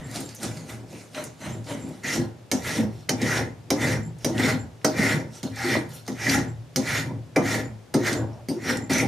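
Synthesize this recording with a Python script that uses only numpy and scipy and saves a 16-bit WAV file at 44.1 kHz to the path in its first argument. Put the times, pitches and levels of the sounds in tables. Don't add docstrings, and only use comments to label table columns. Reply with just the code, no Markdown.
import sys
import numpy as np
from scipy import signal
from scipy.fft import rfft, irfft, next_fast_len
from scipy.io import wavfile
from scipy.ndimage import uniform_filter1d, map_coordinates

SR = 44100
rng = np.random.default_rng(int(sys.argv[2]) if len(sys.argv) > 2 else 0)


def inscribe(sig):
    pcm = np.round(np.clip(np.atleast_2d(sig).T, -1, 1) * 32767)
    wavfile.write(sys.argv[1], SR, pcm.astype(np.int16))


def linear_from_db(decibels):
    return 10 ** (np.asarray(decibels, float) / 20)


N = 399987
TIME = np.arange(N) / SR
CLOSE_UP_S = 2.034
FORCE_STEP = 32

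# bite in seconds, length in seconds, edge level in dB at the bite,
# edge level in dB at the lift, steel level in dB re the edge.
SHAVE_PUSHES = [(2.067, 0.081, -35.5, -29, 5.5), (2.665, 0.12, -32, -35, 4.5),
                (3.226, 0.15, -37, -31.5, 10), (3.825, 0.1, -33, -35.5, 11.5),
                (4.397, 0.095, -33, -29, 6.5), (4.985, 0.14, -33, -31, 10.5), (5.59, 0.15, -37.5, -30.5, 9),
                (6.202, .14, -40, -25.5, 8.5), (6.878, 0.1, -33, -29.5, 8), (7.459, 0.087, -36.5, -29, 8.5),
                (8.066, 0.066, -29.5, -35, 9), (8.619, 0.08, -50, -28, 10), (8.897, 0.11, -33.5, -29, 7)]
# start in seconds, edge level in dB, steel level in dB,
# handle level in dB, favoured handle pitch in Hz.
LANDINGS = [(2.035, -44, -29.5, -31, 275), (2.518, -33, -28.5, -22, 257.3), (3.09, -37, -21, -23.5, 247.6),
            (3.705, -35, -28, -18.5, 289.7), (4.249, -36, -32, -20, 299.6),
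            (4.845, -32.5, -23, -19.5, 291.5), (5.433, -41, -62, -26.5, 255.4),
            (6.083, -42.5, -35, -27, 255), (6.762, -34.5, -37, -20.5, 262.7),
            (7.361, -39.5, -16, -17, 291.5), (7.94, -36.5, -26.5, -17, 281),
            (8.486, -42, -45, -26.5, 284.5), (8.899, -33.5, -35, -18, 261.4)]


def evened(x):
    return x / np.sqrt(np.mean(x ** 2) + 1e-20)


def read(points, hz):
    f, value = np.transpose(points)
    return np.interp(np.log(hz + 1), np.log(f + 1), value)


def coloured(x, points, share=1):
    size = next_fast_len(N)
    gain = linear_from_db(share * read(points, np.fft.rfftfreq(size, 1 / SR)))
    return irfft(rfft(x, size) * gain, size)[..., :N]


def wander(per_s):
    knots = rng.standard_normal(2000)
    coarse = TIME[::32]
    curve = map_coordinates(knots, [coarse * per_s], order=3)
    return np.interp(TIME, coarse, evened(curve))


def resonate(x, hz, width):
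    r = np.exp(-np.pi * width / SR)
    feedback = [1, -2 * r * np.cos(2 * np.pi * hz / SR), r * r]
    return signal.lfilter([(1 - r * r) / 2, 0, (r * r - 1) / 2], feedback, x)


def resonate_twice(x, hz, width):
    return resonate(resonate(x, hz, width), hz, width)


def add(mix, s, sound):
    part = mix[..., round(s * SR):][..., :sound.shape[-1]]
    part += sound[..., :part.shape[-1]]


def cutting():
    # frequency in Hz, level in dB per Hz.
    rasp_tear = [(530, 1.5), (900, 0), (1070, -11.5), (1340, -6), (2730, -8), (7310, -9), (9880, -11.5),
                 (14700, -22.5), (16000, -32)]
    shave_tear = [(530, 0.5), (900, -3), (1160, -18), (1360, 1), (1990, -13.5), (2730, -7.5), (5680, -10),
                  (14500, -20.5), (15400, -22), (16000, -69)]
    # frequency in Hz, width in Hz, level in dB.
    rasp_steel = [(600, 87, 16), (862, 136, 16), (1380, 390, 12.5), (1820, 93, 11), (2050, 420, 12.5),
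                  (3100, 240, 11.5), (3800, 440, -1), (6150, 170, -18)]
    shave_steel = [(1390, 38, -9), (1498, 246, 3.5), (1719, 57, -5), (1821, 124, -1.5), (1945, 83, -4),
                   (2055, 36, -2), (2184, 120, -10.5), (2360, 51, -3.5)]
    shave_edge = [(3570, 89, 0), (4217, 97, 6.5), (5540, 520, 8), (6100, 920, 15.5), (6610, 530, 2.5)]
    handle_modes = [(147.7, 23, -0.5), (198.6, 35, -8.5), (221.5, 15.7, -1.5), (265, 18.2, -0.5),
                    (292, 60, -7.5), (340.6, 28.8, -0.5), (395, 12.3, -9), (436, 13.7, -7.5),
                    (500, 42, -1.5), (601, 54, -3), (740, 185, -3.5), (794, 44, 0.5), (917, 134, -5.5)]
    bench_modes = [(65, 37, -14.5), (93.5, 26, -12), (111.1, 6, -1.5), (120, 10.3, -7.5),
                   (156.6, 2.7, -9.5)]
    # favoured Hz at the bite, at the lift.
    steel_drift = [(2000, 1200), (2050, 1800), (2150, 1680), (2050, 1720), (2050, 1560), (1990, 1800),
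                   (1900, 1950), (1950, 1940), (1880, 2030), (2050, 1730), (2000, 1300), (2050, 1860),
                   (2050, 3900)]

    *levels, favoured_hz = forces()
    tear, ring, wood, boom = linear_from_db(np.array(levels))
    close = TIME > CLOSE_UP_S
    drive = fibres(7000, 1.43) * linear_from_db(0.64 * wander(90))

    edge = body(drive, shave_edge, 3.5, 8, 0.054, 0.6)
    shave_hiss = evened(coloured(drive, shave_tear)) + linear_from_db(-5.0) * edge
    rasp_hiss = evened(coloured(drive, rasp_tear))
    hiss = np.where(close, linear_from_db(2.5) * evened(shave_hiss), linear_from_db(4.0) * rasp_hiss)
    hiss = patchy(hiss) * np.std(hiss)

    ends = [(s, s + n) for s, n, *levels_db in SHAVE_PUSHES]
    steel_hz = np.interp(TIME, np.ravel(ends), np.ravel(steel_drift))
    blade = body(drive, shave_steel, 2.26, 16, 0.033, 0.11, steel_hz, lean_db=12)
    rasp = body(drive, rasp_steel, 1.5, 12, 0.03, 0.4)
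    steel = np.where(close, blade, rasp)

    judder = fibres(500, 2.8)
    handle = body(judder, handle_modes, 1.43, 12, 0.045, 0.21, favoured_hz, lean_db=8)
    bench = body(judder, bench_modes, 1.3, 3.5, 0.032, 0.28)
    return tear * hiss + linear_from_db(-2.5) * ring * steel + linear_from_db(1.15) * wood * handle + linear_from_db(-0.5) * boom * bench


def fibres(per_s, spread_db):
    size = linear_from_db(spread_db * np.minimum(rng.exponential(1, N), 5))
    return size * rng.choice([-1., 1.], N) * (rng.random(N) < per_s / SR)


def patchy(x):
    z = signal.stft(x, SR, nperseg=256)[2]
    patch_bins = max(int(900 * 256 / SR), 1)
    patch_frames = max(int(0.025 * SR / 128), 1)
    luck = uniform_filter1d(rng.standard_normal(z.shape), size=patch_bins, axis=0)
    luck = evened(uniform_filter1d(luck, size=patch_frames, axis=1))
    return evened(signal.istft(z * linear_from_db(2.5 * luck), SR, nperseg=256)[1][:N])


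def body(drive, modes, shift_db, per_s, hold_s, steady, favoured_hz=1000, lean_db=0):
    x = 0
    for k, (hz, width, db) in enumerate(modes):
        off_pitch_db = lean_db * abs(np.log2(hz / favoured_hz))
        share_db = db + shift_db * wander(per_s) - off_pitch_db
        mode = resonate_twice(drive, hz, 1.82 * width) / np.sqrt(width)
        x = x + (-1) ** k * linear_from_db(share_db) * mode
    hold = int(hold_s * SR)
    power = uniform_filter1d(uniform_filter1d(x ** 2, hold), hold)
    return evened(x / (abs(power) + 1e-20) ** (steady / 2))


def forces():
    rasp_pushes = [(0, 0.037, -52.5, -61, 10), (.05, 0.079, -56, -46.5, -2), (.158, 0.1, -34.5, -49, -26),
                   (.285, 0.03, -59, -51.5, -23), (.432, 0.071, -35, -44.5, -3.5),
                   (.57, 0.052, -50, -55, 2), (.7, 0.071, -40.5, -55, 2), (.9, 0.11, -52.5, -51, -6),
                   (1.148, 0.025, -48, -43, 8), (1.41, 0.054, -49.5, -44.5, 8),
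                   (1.67, 0.038, -48.5, -42.5, 6), (1.8, 0.31, -55.5, -59, 1)]
    # start in seconds, length in seconds, handle level in dB,
    # bench level in dB, favoured handle pitch in Hz.
    rasp_loads = [(0, 0.02, -33.5, -35, 182), (.165, 0.054, -35, -41.5, 230),
                  (.44, 0.023, -31.5, -34.5, 278), (.55, 0.08, -38, -44, 202),
                  (.705, 0.13, -41, -39.5, 241), (.93, 0.023, -38, -46, 282),
                  (1.17, 0.077, -38.5, -41, 300), (1.46, 0.043, -32, -31.5, 198),
                  (1.55, 0.054, -39, -54, 181), (1.7, 0.07, -33, -37, 243), (1.87, 0.0092, -31.5, -44, 205)]
    shave_loads = [(2.18, 0.0071, -24.5, -31.5, 222), (2.795, 0.012, -23, -28.5, 232),
                   (3.22, 0.19, -26.5, -28.5, 261), (3.82, 0.12, -24.5, -25.5, 260),
                   (4.39, 0.13, -24, -26, 258), (4.99, 0.18, -25.5, -31.5, 248),
                   (5.73, 0.04, -25.5, -29, 296), (6.29, 0.15, -29, -26.5, 255),
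                   (6.9, 0.24, -32.5, -31, 207.4), (7.45, 0.16, -28, -31.5, 280),
                   (8.1, 0.11, -27.5, -28.5, 332), (8.68, 0.11, -29, -34, 276),
                   (9.03, 0.034, -22.5, -24.5, 250)]
    # start in seconds, length in seconds, edge in dB.
    brushes = [
        (2.93, 0.1, -56),
        (4.222, 0.072, -49.5),
        (4.825, 0.038, -61),
        (5.34, 0.053, -48.5),
        (5.918, 0.065, -46.5),
        (6.064, 0.013, -52),
        (6.743, .03, -63),
    ]

    rasp_push = pushes(rasp_pushes, bite=420, lift=114, steel_bite=1900, steel_lift=162, dull_db=4.5)
    rasp_load = loads(rasp_loads, rise=300, fall=120, bench_rise=400, bench_fall=64, late_s=0.019)
    rasp = np.vstack([rasp_push, rasp_load])

    push = pushes(SHAVE_PUSHES[:-1], bite=340, lift=227, steel_bite=347, steel_lift=198, dull_db=-3)
    push = push + pushes(SHAVE_PUSHES[-1:], bite=6000, lift=280, steel_bite=6000, steel_lift=210, dull_db=6)
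    load = loads(shave_loads, rise=185, fall=131, bench_rise=100, bench_fall=81, late_s=0.036)
    shave = np.vstack([push, load]) + skids()

    brush = sum(stroke(s, n, db, db, 390, 390) for s, n, db in brushes)
    shave[:2] += brush * linear_from_db([[0], [-21]])

    t = np.arange(len(brush)) * FORCE_STEP / SR
    power = np.where(t > CLOSE_UP_S, shave, rasp)
    rest_hz, rest = 178, linear_from_db(2 * -42.5)
    pitch = (power[-1] + rest * rest_hz) / (power[2] + rest)
    levels_db = 10 * np.log10(power[:-1] + 1e-12)
    return [np.interp(TIME, t, curve) for curve in [*levels_db, pitch]]


def stroke(start, length, first_db, last_db, rise, fall):
    t = np.arange(0, N + FORCE_STEP, FORCE_STEP) / SR - start
    db = first_db + (last_db - first_db) * np.clip(t / length, 0, 1)
    return linear_from_db(2 * (db + rise * np.minimum(t, 0) - fall * np.maximum(t - length, 0)))


def pushes(rows, bite, lift, steel_bite, steel_lift, dull_db):
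    total = 0
    for s, n, first_db, last_db, steel_db in rows:
        edge = stroke(s, n, first_db, last_db, bite, lift)
        steel = stroke(s, n, first_db + steel_db, last_db + steel_db + dull_db, steel_bite, steel_lift)
        total = total + np.array([edge, steel])
    return total


def loads(rows, rise, fall, bench_rise, bench_fall, late_s):
    wood = np.array([stroke(s, n, db, db, rise, fall) for s, n, db, bench_db, hz in rows])
    boom = sum(stroke(s + late_s, n, db, db, bench_rise, bench_fall) for s, n, wood_db, db, hz in rows)
    favoured_hz = np.array(rows)[:, -1]
    return np.array([wood.sum(0), boom, favoured_hz @ wood])


def skids():
    out, sudden = 0, 20000
    for s, edge_db, steel_db, wood_db, hz in LANDINGS:
        edge = stroke(s, 0.00085, edge_db, edge_db, sudden, 170)
        steel = stroke(s, 0.00061, steel_db, steel_db, sudden, 620)
        wood = stroke(s, 0.025, wood_db - 10, wood_db - 3, sudden, 170)
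        bench = stroke(s, 0.26, wood_db - 14.5, wood_db - 16.5, sudden, 53)
        out = out + np.array([edge, steel, wood, bench, hz * wood])
    return out


def knocks():
    # start in seconds, steel click in dB, wood knock in dB re click,
    # clack pitch in Hz, knock brightness in dB per octave.
    knock_rows = [(2.5151, -5.5, -10, 6140, -8), (3.0924, -5.5, -12.5, 5660, -4),
                  (3.704, -6.5, -10, 5400, -1.5), (4.2459, -9.5, -8.5, 5740, -13),
                  (4.8462, -5.5, -3, 5400, -0.5), (5.43, -20.5, -9, 6600, -22), (6.0783, -22, -4, 6000, -1),
                  (6.76, -7.5, -9.5, 6400, -19), (7.3611, -15.5, 8, 6000, -2.5), (7.9408, -14, 0, 4740, -6),
                  (8.4856, -24.5, 4, 4800, -18), (8.8955, -35, 3, 5860, -11)]
    # frequency in Hz, level in dB, time to fall by 90 dB in seconds.
    click_modes = [(2210, -23, 0.035), (2220, 5, 0.028), (3200, 2.5, 0.017), (4070, 2.5, 0.019),
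                   (4510, -4, 0.07), (4960, 10, 0.021), (6000, 8, 0.031), (6440, -3, 0.035),
                   (8900, 5, 0.017), (12800, 1, 0.016)]
    # start in seconds, level in dB, pitch in Hz.
    thumps = [(2.185, -14, 249), (2.8, -13, 244), (3.229, -9.5, 243), (4.994, -6.5, 220), (5.009, -18, 255),
              (3.257, -15, 240), (6.385, -10.5, 144), (12, -16.5, 296), (5.752, -12.5, 600),
              (5.768, -7, 305), (6.379, -13, 265), (8.5146, -11.5, 275), (8.5015, -17, 300),
              (8.932, -21, 273), (9.037, -21, 250)]

    out, t = np.zeros((2, N)), np.arange(3000) / SR
    sides = linear_from_db(np.array([[-1.0], [1.0]]))
    for s, db, wood_db, clack_hz, tilt_db in knock_rows:
        click = linear_from_db(db - 3.0) * strike(click_modes, 0.65, 0.0051)
        crack = rng.standard_normal(3000) * np.exp(-t / 0.0026) * np.minimum(t / 0.00063, 1)
        click[:3000] += linear_from_db(db - 12.0) * crack
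        clack = evened(resonate(rng.standard_normal(3000), clack_hz, 510))
        click[:3000] += linear_from_db(db - 21.0) * clack * np.exp(-t / 0.022) * np.minimum(t / 0.0005, 1)
        add(out, s, click * sides + linear_from_db(db + wood_db + 1.0) * woody(tilt_db))
    for s, db, hz in thumps:
        pair = np.sin(2 * np.pi * hz * t) + 0.28 * np.sin(2 * np.pi * 2.1 * hz * t)
        add(out, s, linear_from_db(db + 1.5) * pair * np.exp(-t / 0.0059) * np.minimum(t / 0.0022, 1))
    return out


def strike(modes, scatter_db, rattle_s):
    t = np.arange(SR // 3) / SR
    luck = rng.standard_normal((len(modes), 2))
    ring = 0
    for (hz, db, t60), (louder, sharper) in zip(modes, luck):
        level = linear_from_db(db + scatter_db * louder - 90 * t / t60)
        ring = ring + level * np.sin(2 * np.pi * hz * (1 + 0.021 * sharper) * t)
    rattle = rng.standard_normal(800) * np.exp(-t[:800] / rattle_s) * (rng.random(800) < 0.15)
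    rattle[0] = 1.88
    x = signal.fftconvolve(ring, rattle)[:len(t)]
    return x / abs(x).max()


def woody(tilt_db):
    # frequency in Hz, level in dB per Hz.
    knock_colour = [(71, -38), (120, -24), (323, -2.5), (796, -0.5), (1060, -15.5), (1350, -6), (1620, -23),
                    (2010, -36), (2600, -42)]
    # frequency in Hz, t60 in seconds.
    knock_decay = [(150, 0.15), (600, 0.17), (1500, 0.12), (3000, .06)]

    t = np.arange(SR // 3) / SR
    hz = np.geomspace(130, 2600, 70) * rng.uniform(0.96, 1.02, 70)
    db = read(knock_colour, hz) + 10 * np.log10(hz) + tilt_db * np.log2(hz / 500)
    db = db + 3.5 * rng.standard_normal(70)
    turns = hz[:, None] * t + rng.random((70, 1))
    level = linear_from_db(db[:, None] - 60 * t / read(knock_decay, hz)[:, None])
    x = (level * np.sin(2 * np.pi * turns)).sum(0)
    x *= np.minimum(t / 0.0023, 1)
    return x / abs(x).max()


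def swings():
    # share of its pitch as a ratio, level in dB.
    swing_modes = [(0.541, -12.5), (0.8, -4), (1, -1.5), (1.389, -8.5)]
    # start in seconds, level in dB, pitch in Hz.
    hums = [(1.17, -29, 602.4), (1.705, -29.5, 575), (2.18, -18.5, 251), (2.189, -20.5, 342.7),
            (2.176, -20.5, 154), (2.786, -27.5, 487), (2.794, -16, 220.7), (2.84, -22, 215),
            (3.705, -22, 531), (3.72, -19, 292), (4.26, -31, 558), (4.3, -23, 335), (4.422, -19.5, 253),
            (4.43, -26, 495), (4.519, -19.5, 254.5), (4.529, -25, 155), (4.845, -25, 626),
            (4.985, -21.5, 211), (5.134, -22.5, 149), (5.511, -28, 110.6), (5.49, -29, 264),
            (6.765, -26, 523), (6.77, -22.5, 264), (6.77, -36.5, 797), (7.365, -30, 704),
            (7.364, -34, 1190), (7.946, -22.5, 396), (8.0, -23, 355), (8.191, -34, 317), (7.375, -21, 281),
            (7.955, -30, 290), (8.121, -23, 301), (3.1, -19, 249), (6.295, -21, 275), (5.76, -20.5, 301),
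            (8.715, -27, 513)]

    out, t = np.zeros(N), np.arange(SR // 5) / SR
    swell_s = 0.018
    swell = (t / swell_s) * np.exp(1 - t / swell_s)
    for s, edge_db, steel_db, wood_db, hz in LANDINGS:
        modes = sum(linear_from_db(db) * np.sin(2 * np.pi * share * hz * t) for share, db in swing_modes)
        add(out, s, linear_from_db(wood_db + 0.5) * modes * swell)
    for s, db, hz in hums:
        add(out, s, linear_from_db(db) * np.sin(2 * np.pi * hz * t) * swell)
    return out


def snaps_and_squeaks():
    # start in seconds, level in dB, pitch in Hz.
    snaps = [(0.159, -16, 4700), (0.29, -24, 4640), (0.3485, -22, 10500), (0.431, -12.5, 7450),
             (0.571, -26, 4540), (1.1468, -18, 2480), (.112, -24, 7400), (.204, -21, 9000), (.4, -32, 3500),
             (1.642, -32, 5000), (1.888, -32, 8950), (4.185, -36, 7000), (4.9856, -26, 3500),
             (5.352, -30, 6800), (5.891, -34, 9200), (6.0646, -31, 4900), (8.934, -9, 6000),
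             (8.983, -10, 6100), (1.239, -18.5, 9000), (3.2162, -13, 5270), (3.373, -13, 3070),
             (3.816, -23, 3630), (4.3796, -12, 2500), (4.815, -35, 2000), (5.3333, -37, 3460),
             (5.5588, -25, 5800), (5.7534, -5.5, 1010), (6.2654, -20, 2500), (6.296, -4, 4170),
             (8.066, -28, 3100), (8.1283, -12.5, 5400), (8.77, -16, 6000)]
    # start in seconds, level in dB, pitch in Hz.
    squeaks = [(0.046, -36, 7360), (0.2588, -35, 7400), (0.5152, -40, 7250), (1.5277, -33.5, 7320),
               (1.817, -37, 7430), (4.06, -41, 7400), (4.598, -35, 7300), (5.1766, -50, 7260),
               (6.4852, -40, 7440), (7.6505, -39, 7130), (8.1738, -31, 7200)]

    out, t = np.zeros(N), np.arange(3500) / SR
    for s, db, hz in snaps:
        burst = evened(resonate_twice(rng.standard_normal(len(t)), hz, hz))
        add(out, s, linear_from_db(db - 13) * burst * np.exp(-t / 0.005) * np.minimum(t / 0.0006, 1))
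    for s, db, hz in squeaks:
        whistle = evened(resonate_twice(rng.standard_normal(len(t)), hz, 260))
        add(out, max(s - 0.01, 0), linear_from_db(db) * whistle * (t / 0.019) * np.exp(-t / 0.012))
    return out


def sings(rows, sharper=0):
    out = np.zeros(N)
    lead = 2000
    for s, n, db, hz, width in rows:
        t = np.arange(-lead, SR // 3) / SR
        grit = rng.standard_normal(len(t)) ** 3
        tone = evened(resonate_twice(grit, hz, width))
        rise, fall = 1340 + sharper * hz, 430
        level = linear_from_db(db + rise * np.minimum(t, 0) - fall * np.maximum(t - n, 0))
        skip = max(lead - round(s * SR), 0)
        add(out, max(s - lead / SR, 0), (tone * level)[skip:])
    return out


def walls(x):
    # frequency in Hz, t60 in seconds.
    wall_decay = [(100, 0.032), (500, 0.47), (950, 0.43), (2000, 0.24), (6000, 0.19), (14000, 0.04)]
    # frequency in Hz, level in dB.
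    wet = [(40, -14), (120, -7), (250, -16.5), (1000, -4.5), (4000, -9), (9000, -2.5), (14000, -4.5)]

    taps = np.zeros((2, SR // 2))
    at = np.arange(200, SR // 2 - 20, 20)
    at = at + rng.integers(0, 20, (2, len(at)))
    np.put_along_axis(taps, at, rng.choice([-1., 1.], at.shape), 1)
    hz, t, z = signal.stft(taps, SR, nperseg=512)
    z = z * linear_from_db(-60 * t / read(wall_decay, hz)[:, None])
    band_power = (abs(z) ** 2).sum(2).mean(0)
    z /= np.sqrt(uniform_filter1d(band_power, size=9))[:, None]
    tail = signal.istft(z, SR, nperseg=512)[1]
    tail = tail / np.linalg.norm(tail[0])
    return coloured(signal.fftconvolve(x[None], tail, axes=1)[:, :N], wet)


def air_floor():
    # frequency in Hz, level in dB per Hz.
    air_colour = [(18, -28), (30, -26), (100, -38), (134, -6.5), (569, -11.5), (1070, -21), (7270, -33),
                  (14400, -42), (16000, -65.5)]
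    shared, left, right = rng.standard_normal((3, N))
    air = np.array([shared + 1.1 * left, shared + 0.85 * right])
    return linear_from_db(-49.5) * evened(coloured(air, air_colour))


def scene():
    # start in seconds, length in seconds, level in dB, pitch in Hz, width in Hz.
    singing = [(.01, 0.092, -50, 1910, 250), (0.293, 0.027, -52, 4500, 700),
               (0.348, 0.027, -48, 6200, 1500), (0.567, 0.036, -53, 4400, 900),
               (0.594, .03, -55, 6700, 400), (1.147, .05, -48, 4070, 250), (1.15, .05, -51, 6100, 400),
               (1.241, 0.032, -46.5, 6400, 2500), (1.405, 0.048, -51, 4100, 200),
               (1.409, .05, -51, 6150, 300), (8.486, 0.006, -50, 12800, 900), (1.648, .04, -60, 5040, 1500),
               (1.67, 0.038, -53, 4200, 250), (1.687, 0.036, -52, 7400, 400),
               (1.713, 0.033, -55, 6240, 300), (1.793, 0.1, -58, 7400, 400), (3.101, 0.028, -30, 802, 79),
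               (3.367, 0.047, -31.5, 680, 300), (4.848, 0.05, -46, 1450, 120),
               (4.864, 0.032, -40, 4700, 302), (4.0, 0.16, -38, 161, 25), (5.575, 0.15, -37, 799, 40),
               (5.648, 0.044, -28, 353, 39.5), (5.65, 0.057, -29, 265, 30), (6.09, 0.049, -36, 261, 50),
               (6.22, 0.041, -35, 806, 50), (6.287, 0.1, -26, 269, 35), (6.35, 0.032, -30, 808, 70),
               (8.488, 0.0059, -36, 4780, 500), (8.487, 0.01, -43, 8800, 500),
               (8.552, 0.034, -28.5, 342, 60.3), (8.82, 0.034, -49, 7260, 60),
               (8.92, 0.065, -32, 5970, 500)]
    surges = [(0.93, .06, -53.5, 2500, 600), (2.046, 0.068, -31, 1950, 500),
              (2.658, 0.036, -36.5, 2000, 450), (3.212, 0.02, -38, 2150, 500),
              (3.284, 0.14, -35, 1960, 350), (3.814, 0.028, -43, 2050, 600), (4.433, 0.081, -29, 2050, 400),
              (5.007, 0.066, -28.5, 2050, 300), (5.098, 0.023, -29, 2050, 500),
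              (5.687, 0.062, -26.5, 1950, 250), (5.895, 0.12, -59.5, 10800, 4900),
              (5.94, 0.019, -47, 11200, 3950), (6.266, 0.026, -25.5, 1915, 300),
              (6.773, .05, -48, 6000, 1500), (6.877, 0.027, -28, 1920, 350), (7.51, 0.04, -38, 1950, 400),
              (7.367, 0.044, -34.5, 1000, 700), (8.065, 0.02, -32, 2000, 300), (8.604, .1, -46, 2000, 300),
              (8.951, 0.061, -27.5, 2150, 404)]
    rattles = [
        (4.029, .028, -53, 7300, 250),
        (4.029, 0.028, -64, 11000, 300),
        (4.062, .003, -57, 8000, 5000),
        (8.33, .02, -61, 5470, 800),
        (7.088, .03, -40, 940, 120),
        (8.22, 0.052, -63, 7300, 200),
        (8.27, 0.15, -46, 500, 450),
    ]

    near = cutting() + snaps_and_squeaks() + swings() + knocks()
    near = near + sings(singing, sharper=0.9) + sings(surges)
    return near + walls(near.mean(0)) + air_floor() + sings(rattles, sharper=0.9)


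def band_limit(x):
    return signal.sosfilt(signal.butter(12, 16100, fs=SR, output="sos"), x)


def record(dry):
    # frequency in Hz, tilt in dB, taken 0.21 times left and -2 times right.
    tilt = [(60, -1), (130, -0.5), (290, 0.5), (640, 0.5), (1410, 0), (3100, -0.5), (6820, -1), (15000, 2)]
    # frequency in Hz, level in dB.
    mic = [(20, -24), (45, -16), (65, -3.5), (13000, -1.5), (14800, -5.5), (15400, -10), (16600, -40)]

    left = coloured(dry[0], tilt, 0.21)
    right = coloured(dry[1], tilt, -2.0)
    x = coloured(np.array([left, right]), mic)
    x = signal.lfilter(*signal.iirnotch(7890, 60, SR), x)
    return band_limit(x)


dry = scene()
out = record(dry)
inscribe(out)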